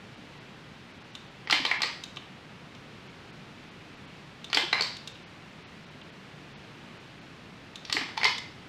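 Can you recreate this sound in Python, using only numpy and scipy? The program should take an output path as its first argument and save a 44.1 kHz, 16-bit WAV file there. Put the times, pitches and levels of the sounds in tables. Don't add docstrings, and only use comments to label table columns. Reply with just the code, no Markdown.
import sys
import numpy as np
from scipy import signal
from scipy.fft import rfft, irfft
from scipy.io import wavfile
from scipy.ndimage import uniform_filter1d

SR = 44100
rng = np.random.default_rng(int(sys.argv[2]) if len(sys.argv) > 2 else 0)


def ratio_of_db(decibels):
    return 10 ** (np.asarray(decibels, float) / 20)


def master_out(mix):
    frames = np.transpose(np.atleast_2d(mix))
    ceiling = np.clip(frames, -1, 1)
    pcm = np.round(ceiling * 32767).astype(np.int16)
    wavfile.write(sys.argv[1], SR, pcm)


N = 382947
TIME = np.arange(SR // 2) / SR


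def ring(hz, t60, rise):
    swell = 1 - np.exp(-TIME / rise)
    decay = np.exp(-np.log(1000) * TIME / t60)
    return swell * decay * np.sin(2 * np.pi * hz * TIME)


def add(track, start_s, sound):
    part = track[int(start_s * SR):][:len(sound)]
    part += sound[:len(part)]


def shaped(size, gain_of_hz):
    hz = np.maximum(np.arange(size // 2 + 1) * SR / size, 1)
    return irfft(rfft(rng.standard_normal(size)) * gain_of_hz(hz), size)


# frequency in Hz, density in dB per Hz.
FAN_SPECTRUM = [(25, -17), (48, -11), (150, 3.5), (600, -9.5), (2600, -11.5), (4250, -18.5), (14400, -48.5),
                (16000, -60)]


def fan():
    level_db = -48
    hz, db = np.transpose(FAN_SPECTRUM)
    rush = shaped(N + N % 2, lambda f: ratio_of_db(np.interp(np.log(f), np.log(hz), db)))[:N]
    swell_db = np.interp(np.arange(N), np.linspace(0, N, 30), 0.3 * rng.standard_normal(30))
    return rush / rush.std() * ratio_of_db(level_db + swell_db)


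# band centre in Hz, t60 in seconds, level in dB.
ROOM_BANDS = [(250, .45, -31), (600, .45, -31), (1200, .46, -29.5), (2200, .46, -29.5), (3500, .5, -30),
              (5000, .5, -30), (7500, .42, -30), (11000, .36, -31)]
# delay in seconds, level in dB.
NEAR_ECHOES = [(.0026, -5), (.0058, -11), (.0115, -14), (.016, -14)]


def room():
    centres = np.log([row[0] for row in ROOM_BANDS])
    tail = 0
    for k, (hz, t60, db) in enumerate(ROOM_BANDS):
        only_this = np.arange(len(ROOM_BANDS)) == k
        band = shaped(len(TIME), lambda f: np.sqrt(np.interp(np.log(f), centres, only_this)))
        tail = tail + ratio_of_db(db) * band * np.exp(-np.log(1000) * TIME / t60)
    response = tail * (1 - np.exp(-TIME / 0.009))
    response[0] = 1
    for delay, db in NEAR_ECHOES:
        response[int(delay * SR)] += ratio_of_db(db)
    return response


# start in seconds, level in dB, pitch in Hz.
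SHUDDERS = [(1.529, -33, 290), (1.559, -47, 268), (1.6, -31, 264), (1.831, -43, 380), (4.545, -39.5, 420),
            (4.565, -32.5, 280.5), (4.632, -36, 348), (4.805, -40, 430), (7.946, -34, 286),
            (7.973, -37, 403), (8.013, -32.5, 266), (8.049, -48.5, 350), (8.252, -34, 415)]


def transformer():
    out = np.zeros(N)
    for s, db, hz in SHUDDERS:
        add(out, s, ratio_of_db(db + 2.5) * ring(hz, 0.078, 0.0013))
    return out


# start in seconds, level in dB.
COVER_RINGS = [(1.5259, -9.5), (1.714, -14), (4.571, -10.5), (4.7287, -9), (7.9678, -21), (8.2132, -19.5),
               (8.2506, -7)]
# cover mode in Hz, level in dB, t60 in seconds.
COVER_TONES = [(2048, 0, .13), (2092, 0, .15), (2130, -4, .1), (1030, -10, .08), (950, -12, .08)]


def cover():
    out = np.zeros(N)
    for s, db in COVER_RINGS:
        for hz, mode_db, t60 in COVER_TONES:
            add(out, s, ratio_of_db(db + mode_db - 13) * ring(hz, t60, 0.00052))
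    return out


# start in seconds, level in dB, pitch in Hz.
PANEL_BOOMS = [(1.5, -21, 1356), (1.528, -29, 1380), (1.833, -25.5, 950), (4.531, -26, 1400),
               (4.571, -25, 1480), (8.176, -21.5, 940), (8.251, -18.5, 1023)]


def panel():
    out = np.zeros(N)
    for s, db, hz in PANEL_BOOMS:
        add(out, s, ratio_of_db(db + 3.5) * ring(hz, 0.036, 0.0011))
    return out


# start in seconds, level in dB, pitch in Hz.
TONGUE_RINGS = [(1.5084, -13.5, 4640), (1.6508, -8.5, 3110), (1.6643, -11, 4040), (1.8207, -22, 4400),
                (1.8314, -9.5, 4150), (4.5456, -7.5, 4640), (4.7283, -8.5, 4000), (4.737, -17, 3970),
                (4.81, -6, 4460), (4.8227, -23, 4150), (7.926, -9.5, 4420), (8.2452, -10, 5100),
                (8.2674, -17, 4270), (7.8526, -30, 5600)]


def tongue():
    out = np.zeros(N)
    for s, db, hz in TONGUE_RINGS:
        lower = ring(hz, 0.0099, 0.00093)
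        upper = ratio_of_db(-9) * ring(1.155 * hz, 0.003, 0.0013)
        add(out, s, ratio_of_db(db + 1) * (lower + upper))
    return out


def share_out(rows, kind):
    shared = []
    for s, db, weight_db, hard_db in rows:
        part_db = db + np.array([1, weight_db, hard_db]) @ np.array(kind)
        shared.append((s, *part_db))
    return shared


def blows(table, parts, rattle_db, rattle_t60, size=2048):
    out = np.zeros(N)
    f = np.arange(size // 2 + 1)[:, None] * SR / size
    hz, width, db = np.transpose(parts)
    resonance = (1 + (2 * (f - hz) / width) ** 2) ** -2 * (SR / width) ** 2
    low_cut = (1 + (300 / (f[:, 0] + 1)) ** 4) ** -1
    rattle_decay = ratio_of_db(rattle_db) * np.exp(-np.log(1000) * TIME[:size] / rattle_t60)
    chance = rng.standard_normal((len(table), 2, size))
    for (s, *strength_db), (bumps, grit) in zip(table, chance):
        part_db = db + np.append(strength_db, strength_db[-1]) - 3.5
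        power = low_cut * (resonance @ ratio_of_db(2 * part_db))
        ripple_db = 3.5 * uniform_filter1d(bumps[:len(f)], size=9)
        cepstrum = irfft(np.log(np.sqrt(power) * ratio_of_db(ripple_db)))
        cepstrum[1:size // 2] *= 2
        click = irfft(np.exp(rfft(cepstrum[:size // 2], size)))
        push = grit * rattle_decay
        push[0] = 1
        push = rfft(push)
        colour = np.sqrt(uniform_filter1d(abs(push) ** 2, size=19))
        push = irfft(push / colour)
        add(out, s, signal.fftconvolve(click, push[:size // 2]))
    return out


# start in seconds, level, weight and hardness in dB.
ELECTRODE_TICKS = [(1.1516, -36.5, -13, -17), (2.0373, -33.5, -19, -8), (2.1613, -46, -8, 0),
                   (2.1698, -38.5, 9, -14), (2.7494, -51, -2, 1), (4.4437, -36, -18, -32),
                   (4.9677, -41.5, -20, 0), (5.0746, -34, -22, -13.5), (5.1555, -56, 19, -1),
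                   (6.0147, -49, 3, -12), (7.7574, -37, -17, -18), (8.381, -33.5, -16, -6)]
# level in dB, share of weight, share of hardness (-1 to 1); one column per part.
TICK_SHARES = [(0, 0, -0.86, 0, -9), (0, 0.64, 0.41, 0.16, -0.27), (0, 0, 0, 1, 0.07)]
# resonance in Hz, width in Hz, level in dB.
TICK_RESONANCES = [(3680, 690, -0.5), (1150, 750, -8.5), (2860, 760, 1.5), (5330, 1200, -3),
                   (6050, 3300, 3.5), (11000, 11000, -11.5)]


def ticks():
    return ratio_of_db(4.5) * blows(share_out(ELECTRODE_TICKS, TICK_SHARES), TICK_RESONANCES, 1, 0.016)


# start in seconds, level, weight and hardness in dB.
LEVER_KNOCKS = [(1.4989, -19, -3, -5), (1.5259, -8.5, -9.5, -12), (1.5426, -21, -7, -6),
                (1.6513, -15.5, -5.5, -2.5), (1.8052, -32, 4.5, -17), (4.501, -41.5, 6, 9),
                (4.5302, -14.5, -11, -12), (4.5718, -8.5, -8.5, -22), (7.851, -33.5, -20, 4),
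                (7.8983, -25, -5, -2), (8.0115, -27, -1, -13), (8.0893, -36, 1.5, -6), (8.1715, -34, 2, -4),
                (8.1765, -21, -6, -2), (8.2144, -28, 0, -5), (8.2522, -18.5, -3, -15),
                (8.2545, -14.5, -21, -1)]
# start in seconds, level, weight and hardness in dB.
HOUSING_SLAMS = [(1.4736, -31, -1, -29), (1.713, -16.5, -6, -23), (1.8339, -19, -3.5, -30),
                 (4.7295, -12, -5, -39), (4.7967, -27.5, 1, -30), (7.9678, -17, -9, -28),
                 (8.2326, -14.5, -8.5, -37)]
# start in seconds, level, weight and hardness in dB.
SPRING_SNAPS = [(1.5098, -10.5, -25, -16), (1.6624, -26, -4, -19), (1.8193, -13.5, -10.5, -12.5),
                (4.5474, -11.5, -21, -13.5), (4.8088, -20.5, -2.5, -6), (4.8223, -15, -38, -23),
                (7.9262, -11, -20, -11), (8.2435, -12, -27, -16)]
# level in dB, share of weight, share of hardness (-1 to 1).
LEVER_SHARES = [(0, 0, -6, 0.1, -39), (0, 1, 0.1, 0.039, 0.5), (0, 0, .3, 1, -1)]
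HOUSING_SHARES = [(-4, 0, 0, -10.5, 0), (0.7, 0.91, 0, 0.5, 0), (0, 0, 0.0044, -0.2, 0.92)]
SPRING_SHARES = [(-4, 0, -8.5, 0, 0), (0.2, 1, 0.5, 0, 0.019), (-0.1, 0.037, 0, 0, 1)]
# resonance in Hz, width in Hz, level in dB.
SNAP_RESONANCES = [(2920, 1920, 1.5), (1012, 990, -1), (2117, 900, 0.5), (4505, 1480, -2),
                   (7570, 1230, -6.5), (11800, 2600, -17)]


def snaps():
    struck = share_out(LEVER_KNOCKS, LEVER_SHARES)
    struck += share_out(HOUSING_SLAMS, HOUSING_SHARES)
    struck += share_out(SPRING_SNAPS, SPRING_SHARES)
    return blows(sorted(struck), SNAP_RESONANCES, -10.5, 0.010)


def scene():
    small = tongue() + panel() + cover() + transformer() + ticks()
    walls = room()
    near_walls = walls * np.where(TIME > 0.008, ratio_of_db(-6), 1)
    snaps_in_room = signal.fftconvolve(snaps(), walls)[:N]
    small_in_room = signal.fftconvolve(small, near_walls)[:N]
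    return (snaps_in_room + small_in_room + fan())[None]


def band_limit(x):
    return signal.sosfilt(signal.butter(12, 16410, fs=SR, output="sos"), x)


# start in seconds, length in seconds, lost above Hz.
TREBLE_GAPS = [(0.154, 0.01, 7100), (0.388, 0.013, 5300), (0.924, 0.01, 6500), (0.988, 0.01, 5430),
               (1.028, 0.011, 5500), (1.115, 0.013, 6400), (1.286, 0.012, 8100), (1.462, 0.014, 6760),
               (1.779, 0.0086, 5430), (3.077, 0.01, 6800), (3.31, 0.013, 5200), (3.695, 0.012, 5300),
               (3.953, 0.011, 7400), (4.058, 0.011, 5700), (5.125, 0.011, 7100), (5.235, 0.029, 6300),
               (5.634, 0.033, 6240), (5.849, 0.01, 5650), (5.89, 0.01, 6400), (6.016, 0.01, 5400),
               (6.104, 0.013, 6140), (6.533, 0.035, 6400), (6.982, 0.013, 6800), (7.194, 0.015, 6900),
               (1.883, .008, 7800), (4.797, 0.0064, 8500)]


def record(dry):
    out = signal.sosfilt(signal.ellip(8, 0.2, 60, 15800, fs=SR, output="sos"), dry)
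    for s, length, hz in TREBLE_GAPS:
        start = int((s - 0.02) * SR)
        size = int((length + 0.045) * SR)
        high_pass = signal.butter(8, hz, "high", fs=SR, output="sos")
        treble = signal.sosfiltfilt(high_pass, out[:, start:start + size])
        edge_s = np.minimum(np.arange(size), np.arange(size)[::-1]) / SR
        fade = np.sin(np.pi / 2 * np.clip((edge_s - 0.012) / 0.021, 0, 1)) ** 2
        out[:, start:start + size] -= treble * fade
    return band_limit(out)


dry = scene()
out = record(dry)
master_out(out)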